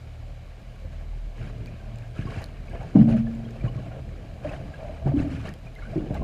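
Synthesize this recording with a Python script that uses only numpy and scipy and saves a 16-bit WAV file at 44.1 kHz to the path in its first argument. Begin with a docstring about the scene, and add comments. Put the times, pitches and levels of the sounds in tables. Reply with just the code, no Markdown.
"""Harbour under water

Heard through a camera housing: a distant engine hums at a low pitch as a few drifting sines, over a
steady dull wash of shaped noise. Waves slosh and gurgle at the quay wall overhead as noise that follows
their levels. Grit ticks, hollow knocks of the housing near 600 Hz and bubbles, mostly higher, are short
dying sines; a moored hull is knocked and rings at its modes. Scattered echoes follow all but hum and water."""
import sys
import numpy as np
from scipy import signal
from scipy.io import wavfile
from scipy.ndimage import uniform_filter1d

SR = 44100
rng = np.random.default_rng(int(sys.argv[2]) if len(sys.argv) > 2 else 0)


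def elevation(decibels):
    """Turn decibel levels (scalar or array-like) into linear amplitude ratios."""
    levels = np.asarray(decibels, float)
    return 10 ** (levels / 20)


def bounce(signal):
    """Save signal as a 16-bit WAV file at the path given by the first command-line argument."""
    frames = np.transpose(np.atleast_2d(signal))
    limited = np.clip(frames, -1, 1)
    pcm = np.round(limited * 32767).astype(np.int16)
    wavfile.write(sys.argv[1], SR, pcm)


N = 274743  # length in samples


def evened(x):
    """Normalisation: scales a signal to rms 1."""
    return x / np.sqrt(np.mean(x ** 2) + 1e-20)


def add(mix, start_s, sound):
    """Superposition: mixes a sound in at start_s, cut off at the end of the mix."""
    part = mix[round(start_s * SR):][:len(sound)]
    part += sound[:len(part)]


def slow(top_hz):
    """Random modulation: twelve slow sines of chance phase, up to top_hz, with rms 1 in sum."""
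    t = np.arange(N) / SR
    rates = np.geomspace(0.2, top_hz, num=12)
    return evened(sum(np.sin(2 * np.pi * (f * t + rng.random())) / np.sqrt(f) for f in rates))


def noise(spectrum, patchy_db, flicker_db, size):
    """Short-time synthesis: random spectra with drifting patches and a flicker shared by all bins."""
    hz = np.fft.rfftfreq(size, 1 / SR)
    frames = 4 * N // size + 8
    real, imaginary, patches = rng.standard_normal((frames, len(hz), 3)).T
    patches = uniform_filter1d(patches, size=size // 100, axis=0)  # smooth over frequency
    patches = evened(uniform_filter1d(patches, size=6, axis=1))  # smooth over time
    flicker = evened(uniform_filter1d(rng.standard_normal(frames), size=3))
    corner_hz, corner_db = np.transpose(spectrum)
    colour_db = np.interp(np.log(hz + 1), np.log(corner_hz), corner_db, left=-90)[:, None]
    level_db = colour_db + patchy_db * patches + flicker_db * flicker
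    spectra = (real + 1j * imaginary) * elevation(level_db)
    return evened(signal.istft(spectra, nperseg=size, noverlap=size - size // 4)[1][:N])


def resonate(x, hz, width):
    """Resonance of gain 1: shifts hz down to zero, smooths with a one-pole filter and shifts back."""
    turn = np.exp(2j * np.pi * hz * np.arange(len(x)) / SR)
    r = np.exp(-np.pi * width / SR)
    return 2 * (turn * signal.lfilter([1 - r], [1, -r], x / turn)).real


def ping(hz, t60, rise, glide=0., sharp=0.):
    """Damped oscillation of peak about 1 with a soft start; it may slide, or start sharp and settle."""
    t60 = max(t60, 0.002)
    t = np.arange(round(SR * (t60 + 4 * abs(rise)))) / SR
    shape = (1 - np.exp(-t / max(rise, 1e-4))) * elevation(-60 * t / t60)
    cycles = hz * (t + glide * t ** 2 / t60)
    cycles += sharp * (1 - np.exp(-hz * t / 0.19))  # the sharp start settles within a cycle
    return shape / shape.max() * np.sin(2 * np.pi * cycles)


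# Swells of the hum, one multiple at a time. Each row: middle in seconds, half-width to 1/e in seconds,
# top rms level in dB, multiple of the firing pitch.
HUM_SWELLS = [(0.17, 0.46, -42, 2), (0.076, 0.48, -43, 3), (.25, 0.53, -41, 1), (0.98, 0.23, -38.5, 2),
              (1.16, 0.4, -30.5, 1), (1.6, 0.2, -37.5, 3), (1.8, 0.29, -37.5, 1), (1.78, 0.18, -41.5, 2),
              (2.014, 0.163, -34.5, 3), (1.9, 0.17, -44, 2), (2.33, 0.33, -40, 1), (2.7, .15, -34.5, 1),
              (3.27, .18, -36, 1), (3.15, 0.13, -29.5, 3), (3.67, 0.096, -32, 1), (3.5, .1, -50, 2),
              (3.5, 0.13, -36.5, 3), (3.87, 0.086, -33.5, 3), (4.2, .2, -41, 1), (4.1, 0.13, -40, 2),
              (5.22, 0.29, -33.5, 2), (5.35, 0.16, -37.5, 3), (5, 0.073, -49, 1), (5.85, 0.28, -36.5, 1),
              (8.4, 0.1, -36, 3)]
FIRING_HZ, DRIFT_HZ = 38.75, 0.3  # engine pitch and the rms of its slow drift
HUM_REST_DB = (-55, -48, -50.5)  # resting rms level of multiples 1, 2, 3
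NEIGHBOUR_HZ, NEIGHBOUR_DB = 43.27, -46  # wavering tone above the lowest multiple, rms level


def engine():
    """Harmonic series: three multiples of the firing pitch swell singly; narrow noise adds a neighbour."""
    t = np.arange(N) / SR
    turns = np.cumsum(FIRING_HZ + DRIFT_HZ * slow(3.5)) / SR
    levels = elevation(HUM_REST_DB)[:, None] * np.ones(N)
    for middle, width, db, multiple in HUM_SWELLS:
        swell = elevation(db) * np.exp(-((t - middle) / width) ** 2)
        levels[round(multiple) - 1] = np.maximum(levels[round(multiple) - 1], swell)
    hum = sum(np.sqrt(2) * level * np.sin(2 * np.pi * (k * turns + rng.random()))
              for k, level in enumerate(levels, 1))
    neighbour = resonate(rng.standard_normal(N), NEIGHBOUR_HZ, 5.6)
    neighbour = resonate(neighbour, NEIGHBOUR_HZ, 4.7)
    return hum + elevation(NEIGHBOUR_DB) * evened(neighbour)


# Colour of the wash. 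Each row: frequency in Hz, relative spectral density in dB.
WASH = [(12, -32), (20, 5), (47, -18), (126, -18), (140, -30), (170, -19), (196, -40), (323, -66),
        (549, -15.5), (957, -29.5), (1920, -32), (2400, -31.5), (3350, -33.5), (7300, -43.5),
        (15500, -52.5)]


def wash():
    """Stationary coloured noise: the steady dull wash, at a fixed rms level."""
    return elevation(-48.5) * noise(WASH, 0.67, 0.23, size=2048)


# Waves meeting the wall. Each row: start in seconds, length in seconds, splash level in dB,
# gurgle level in dB before an 8 dB cut, low surge level in dB before the hull's answer.
WAVES = [(0.845, .06, -72, -63, -54), (.92, 0.027, -56, -55, -47), (0.983, 0.037, -58, -47, -45),
         (1.356, 0.099, -52, -48, -40), (1.42, 0.085, -51.5, -66, -37), (1.526, 0.16, -58, -57, -37.5),
         (1.7, 0.37, -60, -45.5, -43.5), (2.151, 0.083, -48, -46, -37), (2.254, 0.044, -47.5, -39.5, -39),
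         (2.305, 0.12, -44.5, -39.5, -37.5), (2.473, 0.39, -59, -51, -42.5), (2.695, .03, -55, -39, -36),
         (2.732, 0.033, -51, -36, -38), (2.803, 0.018, -49.5, -32, -37.5),
         (2.857, 0.055, -51, -48.5, -38.5), (2.943, 0.085, -48.5, -28.5, -30),
         (3.079, 0.048, -43, -28, -21), (3.164, 0.012, -43.5, -46, -34), (3.25, 0.027, -56, -40, -30),
         (3.3, 0.31, -55.5, -45.5, -37.5), (3.635, 0.034, -48.5, -36.5, -29.5), (3.72, .16, -54, -43, -36),
         (3.91, 0.087, -56.5, -37, -37), (4.037, 0.45, -59.5, -48.5, -39.5),
         (4.435, 0.033, -47.5, -28.5, -36), (4.48, 0.079, -46.5, -32, -34), (4.582, .12, -55, -40.5, -38),
         (4.722, 0.034, -51, -38.5, -42.5), (4.778, 0.055, -53.5, -33.5, -38),
         (4.847, 0.13, -53, -35.5, -39), (4.954, 0.094, -61, -39.5, -46), (5.06, 0.018, -47, -28.5, -22),
         (5.105, 0.038, -61, -33.5, -45), (5.162, 0.061, -44.5, -34, -26.5),
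         (5.237, 0.047, -52.5, -37, -36), (5.3, 0.062, -45, -48, -32.5), (5.383, 0.1, -49, -48, -36),
         (5.445, 0.033, -43, -37, -31), (5.646, 0.021, -55, -43.5, -37.5), (5.774, 0.17, -53, -49.5, -38.5),
         (5.886, 0.039, -60, -50, -34), (5.94, 0.081, -54, -35, -28.5), (6.045, 0.058, -55, -40.5, -35),
         (6.104, 0.011, -52, -30, -25), (6.137, 0.024, -45, -30, -30), (6.195, .02, -63, -33, -25)]
# column in WAVES, calm level in dB, rise in s, fall in dB per s
SPLASH_SHAPE, GURGLE_SHAPE, SURGE_SHAPE = (2, -61, 0.028, 315), (3, -52, 0.023, 250), (4, -46, 0.054, 200)


def wave_db(column, calm_db, rise, fall_db):
    """Power summation: a calm level plus each wave rising, holding for its length and falling away."""
    power = np.full(N, elevation(2 * calm_db))
    for wave in WAVES:
        start, length, db = wave[0], wave[1], wave[column]
        t = np.arange(round(SR * (rise + length + 40 / fall_db))) / SR
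        falling_db = db - fall_db * np.maximum(t - length - rise / 2, 0)
        envelope = np.minimum(t / rise, 1) * elevation(falling_db)
        add(power, max(start - rise / 2, 0), envelope ** 2)
    return 10 * np.log10(power)


# Colour of the splash. Each row: frequency in Hz, relative spectral density in dB.
SPLASH = [(250, -22), (500, 11.5), (1000, -0.5), (1300, 4.5), (1750, 2), (2080, -2), (2700, 0), (3100, -3),
          (3500, -9.5), (4800, -11.5), (7000, -18.5), (11000, -23.5), (15500, -55)]


def splash():
    """Amplitude modulation: patchy, flickering noise follows the splash level of the waves."""
    return elevation(wave_db(*SPLASH_SHAPE)) * noise(SPLASH, 3.6, 1.0, size=256)


# Housing resonances that gurgle. Each row: frequency in Hz, width in Hz of each of two stages,
# relative level in dB.
GURGLE = [(581, 217, 3), (650, 82, 4), (740, 69, 0)]


def gurgle():
    """Forced resonance: clumped shoves of water make the housing sound its own notes."""
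    clumps = evened(uniform_filter1d(rng.standard_normal(N), size=500))
    shoves = rng.standard_normal(N) * elevation(3.15 * clumps)
    notes = sum(elevation(db) * resonate(resonate(shoves, hz, width), hz, width) for hz, width, db in GURGLE)
    return elevation(wave_db(*GURGLE_SHAPE) - 8) * evened(notes)


# Colour of the surge. Each row: frequency in Hz, relative spectral density in dB.
SURGE = [(15, -20), (35, 7.5), (70, -1.5), (130, -1), (250, -13), (400, -16), (700, -17.5), (2000, -105)]


def surge():
    """Forced vibration: low noise follows the waves and shakes the hull, which answers at its modes."""
    push = elevation(wave_db(*SURGE_SHAPE)) * noise(SURGE, 2.4, 0.55, size=1024)
    answer = sum(elevation(0.29 * db + hz / 40) * resonate(push, hz, 4.8) for hz, db, _ in HULL[:15])
    return push + elevation(-3.5) * answer


# Loud ticks. Each row: start in seconds, level in dB before the split into snap and ping, pitch in Hz.
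TICKS = [(.93, -52, 3800), (1.5834, -58, 4940), (1.6597, -40.5, 4570), (1.958, -51, 7200),
         (1.986, -47, 4000), (2.111, -52, 3200), (2.307, -48, 4150), (2.4269, -47, 4800),
         (2.4414, -33.5, 4350), (2.46, -43.5, 4000), (2.418, -48, 6550), (2.6965, -50, 8000),
         (2.83, -49, 6500), (3.3507, -49, 7200), (3.508, -46, 5300), (5.162, -54, 4150),
         (5.4906, -39.5, 5000), (5.539, -40, 3200), (5.589, -56, 1500), (5.7526, -44, 3870),
         (6.1447, -41, 4000)]
SNAP, SNAP_HZ, SNAP_WIDTH_HZ = 0.49, 3200, 4500  # share of broad snap in a tick, its centre and width
FAINT_TICK_DB = -58.5  # lowest level of the scattered ticks, before the same split


def ticks():
    """Impact on the housing: grit gives a brief broad snap and a high ping; faint ones fall at random."""
    out = np.zeros(N)
    faint = [(when * N / SR, FAINT_TICK_DB + 9 * size, 4000 + 3000 * pitch ** 2)
             for when, size, pitch in rng.random((14, 3))]
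    dying = elevation(-60 * np.arange(200) / SR / 0.0042)
    for start, db, hz in faint + TICKS:
        crack = resonate(rng.standard_normal(200), SNAP_HZ, SNAP_WIDTH_HZ) * dying
        add(out, start, elevation(db + 10.5) * SNAP * crack / abs(crack).max())
        add(out, start, elevation(db) * (1 - SNAP) * ping(hz, 0.0095, 0.0004))
    return out


# Short dying notes: hollow knocks of the housing near 600 Hz, and clear bubbles, mostly higher.
# Each row: start in seconds, peak level in dB, starting pitch in Hz.
SHORT_NOTES = [(0.843, -40.5, 516), (1.129, -48, 830), (1.674, -49, 2400), (1.8, -52, 1540),
               (2.034, -54, 1590), (2.221, -46, 1637), (2.253, -54, 4850), (2.27, -40, 1090),
               (2.356, -48, 2670), (2.68, -52.5, 2220), (2.71, -51, 1620), (2.762, -50.5, 1700),
               (2.802, -53, 2220), (2.825, -40, 874), (2.954, -45.5, 1533), (3.008, -49, 1060),
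               (3.082, -35, 597), (3.142, -26, 620), (3.12, -45, 2400), (3.174, -52, 2490),
               (3.267, -46, 1705), (3.45, -50, 3200), (3.608, -49.5, 2340), (3.641, -45, 615),
               (3.673, -42.5, 1060), (3.68, -44.5, 2890), (3.775, -47.5, 1096), (3.79, -36.5, 612),
               (3.86, -39, 650), (3.915, -47, 1410), (3.966, -33.5, 532), (4.447, -22.5, 596),
               (4.49, -42, 2590), (4.51, -29, 606), (4.737, -43, 1616), (4.845, -34.5, 593),
               (4.893, -31.5, 617), (4.951, -53, 700), (5.082, -45, 1150), (5.09, -34, 693),
               (5.188, -45, 2630), (5.223, -47, 1840), (5.249, -33.5, 620.4), (5.485, -43.5, 1820),
               (5.668, -47.5, 2405), (5.76, -45, 2060), (5.786, -47, 1625), (5.82, -49, 2170),
               (5.822, -43, 1400), (5.828, -51, 1140), (5.852, -43, 1460), (5.869, -49, 1535),
               (5.931, -30.5, 643), (6.108, -31, 594), (5.99, -53, 2830), (6.147, -46, 1570),
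               (6.15, -33.5, 824), (6.165, -45, 1124), (6.17, -48, 2050), (6.216, -41, 1030)]
NOTE_T60_S, NOTE_CYCLES = 0.03, 24  # ring time: a fixed part and so many cycles


def short_notes():
    """Damped resonance: housing knocks and clear bubbles, and a bubble swarm that swells with the splash."""
    out = np.zeros(N)
    splash_db = wave_db(*SPLASH_SHAPE)
    for start, db, hz in SHORT_NOTES:
        add(out, start, elevation(db) * ping(hz, NOTE_T60_S + NOTE_CYCLES / hz, 0.0036, glide=0.032))
    for when, pitch, size in rng.random((500, 3)):  # the swarm
        hz = 950 * 11 ** (pitch ** 1.5)
        db = -19.5 + 1.02 * splash_db[int(when * N)]
        db += 11 * size ** 3 - 8 * np.log2(hz / 1000)  # few are loud; higher ones are weaker
        add(out, when * N / SR, elevation(db) * ping(hz, 0.009 + 30 / hz, 0.0011, glide=0.17))
    return out


# Modes of the hull. Each row: frequency in Hz, relative level in dB, t60 in seconds.
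HULL = [(81.7, -36, 0.71), (122.2, -1.5, 0.5), (134.8, 0.5, 1.1), (150.4, -10, 0.6), (165.34, 4, 0.44),
        (195, -26, 0.81), (210.6, 2, 0.34), (227.5, -4.5, 0.96), (244, -21, 0.59), (264.9, -1, 0.087),
        (275, -23.5, 0.37), (283.8, -21, 0.37), (291.6, -3.5, 0.367), (355.4, -20.5, 0.19),
        (433, -15.5, 0.25), (487, -33, .4), (596, -25.5, 0.86), (768, -41, .4)]
# Blows on the hull. Each row: start in seconds, thud level in dB, thud pitch in Hz, thud t60 in seconds,
# ring level in dB to which the mode levels are added.
BLOWS = [(0.849, -29, 87, 0.11, -34), (2.191, -16.5, 94, 0.049, -39), (2.254, -17.5, 107, 0.04, -40.5),
         (2.373, -18, 80.4, 0.097, -47.5), (2.951, -24, 253, 0.023, -11.5), (2.955, -4, 238, 0.047, -14),
         (3.144, -22, 210, 0.09, -27), (3.64, -14.5, 123, 0.089, -36), (3.757, -22.5, 129, 0.063, -35.5),
         (3.944, -31.5, 123, 0.15, -37), (4.433, -29.5, 75, 0.082, -47), (4.45, -33.5, 300, 0.088, -34),
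         (4.516, -42, 115.7, 0.066, -44), (5.058, -13, 139, 0.2, -36), (5.07, -15.5, 264, 0.011, -43),
         (5.138, -14.5, 275, 0.28, -36), (5.166, -13, 282, 0.1, -20), (5.2, -17, 285, 0.039, -41),
         (5.226, -19.5, 85, 0.1, -45), (5.265, -28, 273.6, 0.15, -23.5), (5.311, -27.5, 271.7, 0.22, -30),
         (5.385, -26, 96, .07, -43), (5.442, -35, 97, 0.075, -44.5), (5.957, -22, 161.5, 0.096, -33),
         (5.958, -18.5, 330, 0.084, -30), (5.977, -16, 322, 0.05, -20.5), (6.009, -23, 132, 0.045, -50),
         (6.107, -16, 125, 0.029, -53), (6.154, -24, 119, 0.047, -41)]
SHOVE_RISE_S, QUICKENING = 0.0075, 0.51  # rise when ring equals thud; a drier blow is quicker (dB per dB)
RING_LAG = 2.1  # the ring rises this many times slower than the thud
BROAD_CYCLES = 4.26  # a thud this short wakes every mode
NARROWING = 2.56  # each further cycle adds this many dB per octave of roll-off


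def hull():
    """Modal excitation: each blow is a short thud; the modes near its pitch start together and ring on."""
    out = np.zeros(N)
    for start, thud_db, hz, t60, ring_db in BLOWS:
        rise = SHOVE_RISE_S * elevation(QUICKENING * min(ring_db - thud_db, 0))
        sharp = 0.35 * min(100 / hz, 1) ** 2
        add(out, start, elevation(thud_db) * ping(hz, t60, rise, glide=-0.021, sharp=sharp))
        roll_off = NARROWING * max(hz * t60 - BROAD_CYCLES, 0)  # dB per octave from the thud pitch
        for mode_hz, mode_db, ring_t60 in HULL:
            near_db = -roll_off * abs(np.log2(mode_hz / hz))
            add(out, start, elevation(ring_db + mode_db + near_db) * ping(mode_hz, ring_t60, RING_LAG * rise))
    return out


def basin(x):
    """Reverberation: scattered, dying echoes between the quay walls and the surface."""
    taps = np.zeros(SR // 2)
    slots = np.arange(200, len(taps) - 22, 22)  # one echo at a chance place in each slot of 22 samples
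    signs = rng.choice([-1., 1.], len(slots))
    taps[slots + rng.integers(0, 22, len(slots))] = signs * elevation(-60 * slots / SR / 0.58)
    return signal.fftconvolve(x, taps / np.linalg.norm(taps))[:N]


def scene():
    """Superposition: all sources and the echoes meet at one microphone."""
    water = wash() + splash() + gurgle() + surge()
    small = ticks() + short_notes()
    hull_blows = hull()
    echoes = basin(elevation(-10.5) * hull_blows + elevation(-15.5) * small)
    return (engine() + water + small + hull_blows + echoes)[None]


# Resonances of the housing that lift all sound. Each row: frequency in Hz, width in Hz,
# level in dB against the direct path.
HOUSING = [(1123, 100, -3.5), (1650, 180, -2.5), (2280, 320, 1.5), (2820, 83, -10), (3030, 240, -9),
           (3990, 330, -3.5), (4780, 350, -8), (6520, 180, -3.5), (7200, 220, -3)]


def housing(x):
    """Parallel resonance: the notes of the housing add to the direct sound."""
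    return x + sum(elevation(db) * resonate(x, hz, width) for hz, width, db in HOUSING)


def top_cut(x):
    """Nothing passes above the cut-off."""
    return signal.sosfilt(signal.butter(12, 15620, fs=SR, output="sos"), x)


def record(dry):
    """Linear filtering: the housing colours the sound, then the band is limited at both ends."""
    x = housing(dry[0])
    # the microphone drops the deepest bass
    x = signal.sosfilt(signal.butter(2, 27, "high", fs=SR, output="sos"), x)
    low_pass = signal.firwin(255, 15250, fs=SR)
    x = signal.oaconvolve(np.pad(x, 127, "reflect"), low_pass, "valid")
    mix = elevation(-3.0) * x[None]
    return top_cut(mix)


dry = scene()
out = record(dry)
bounce(out)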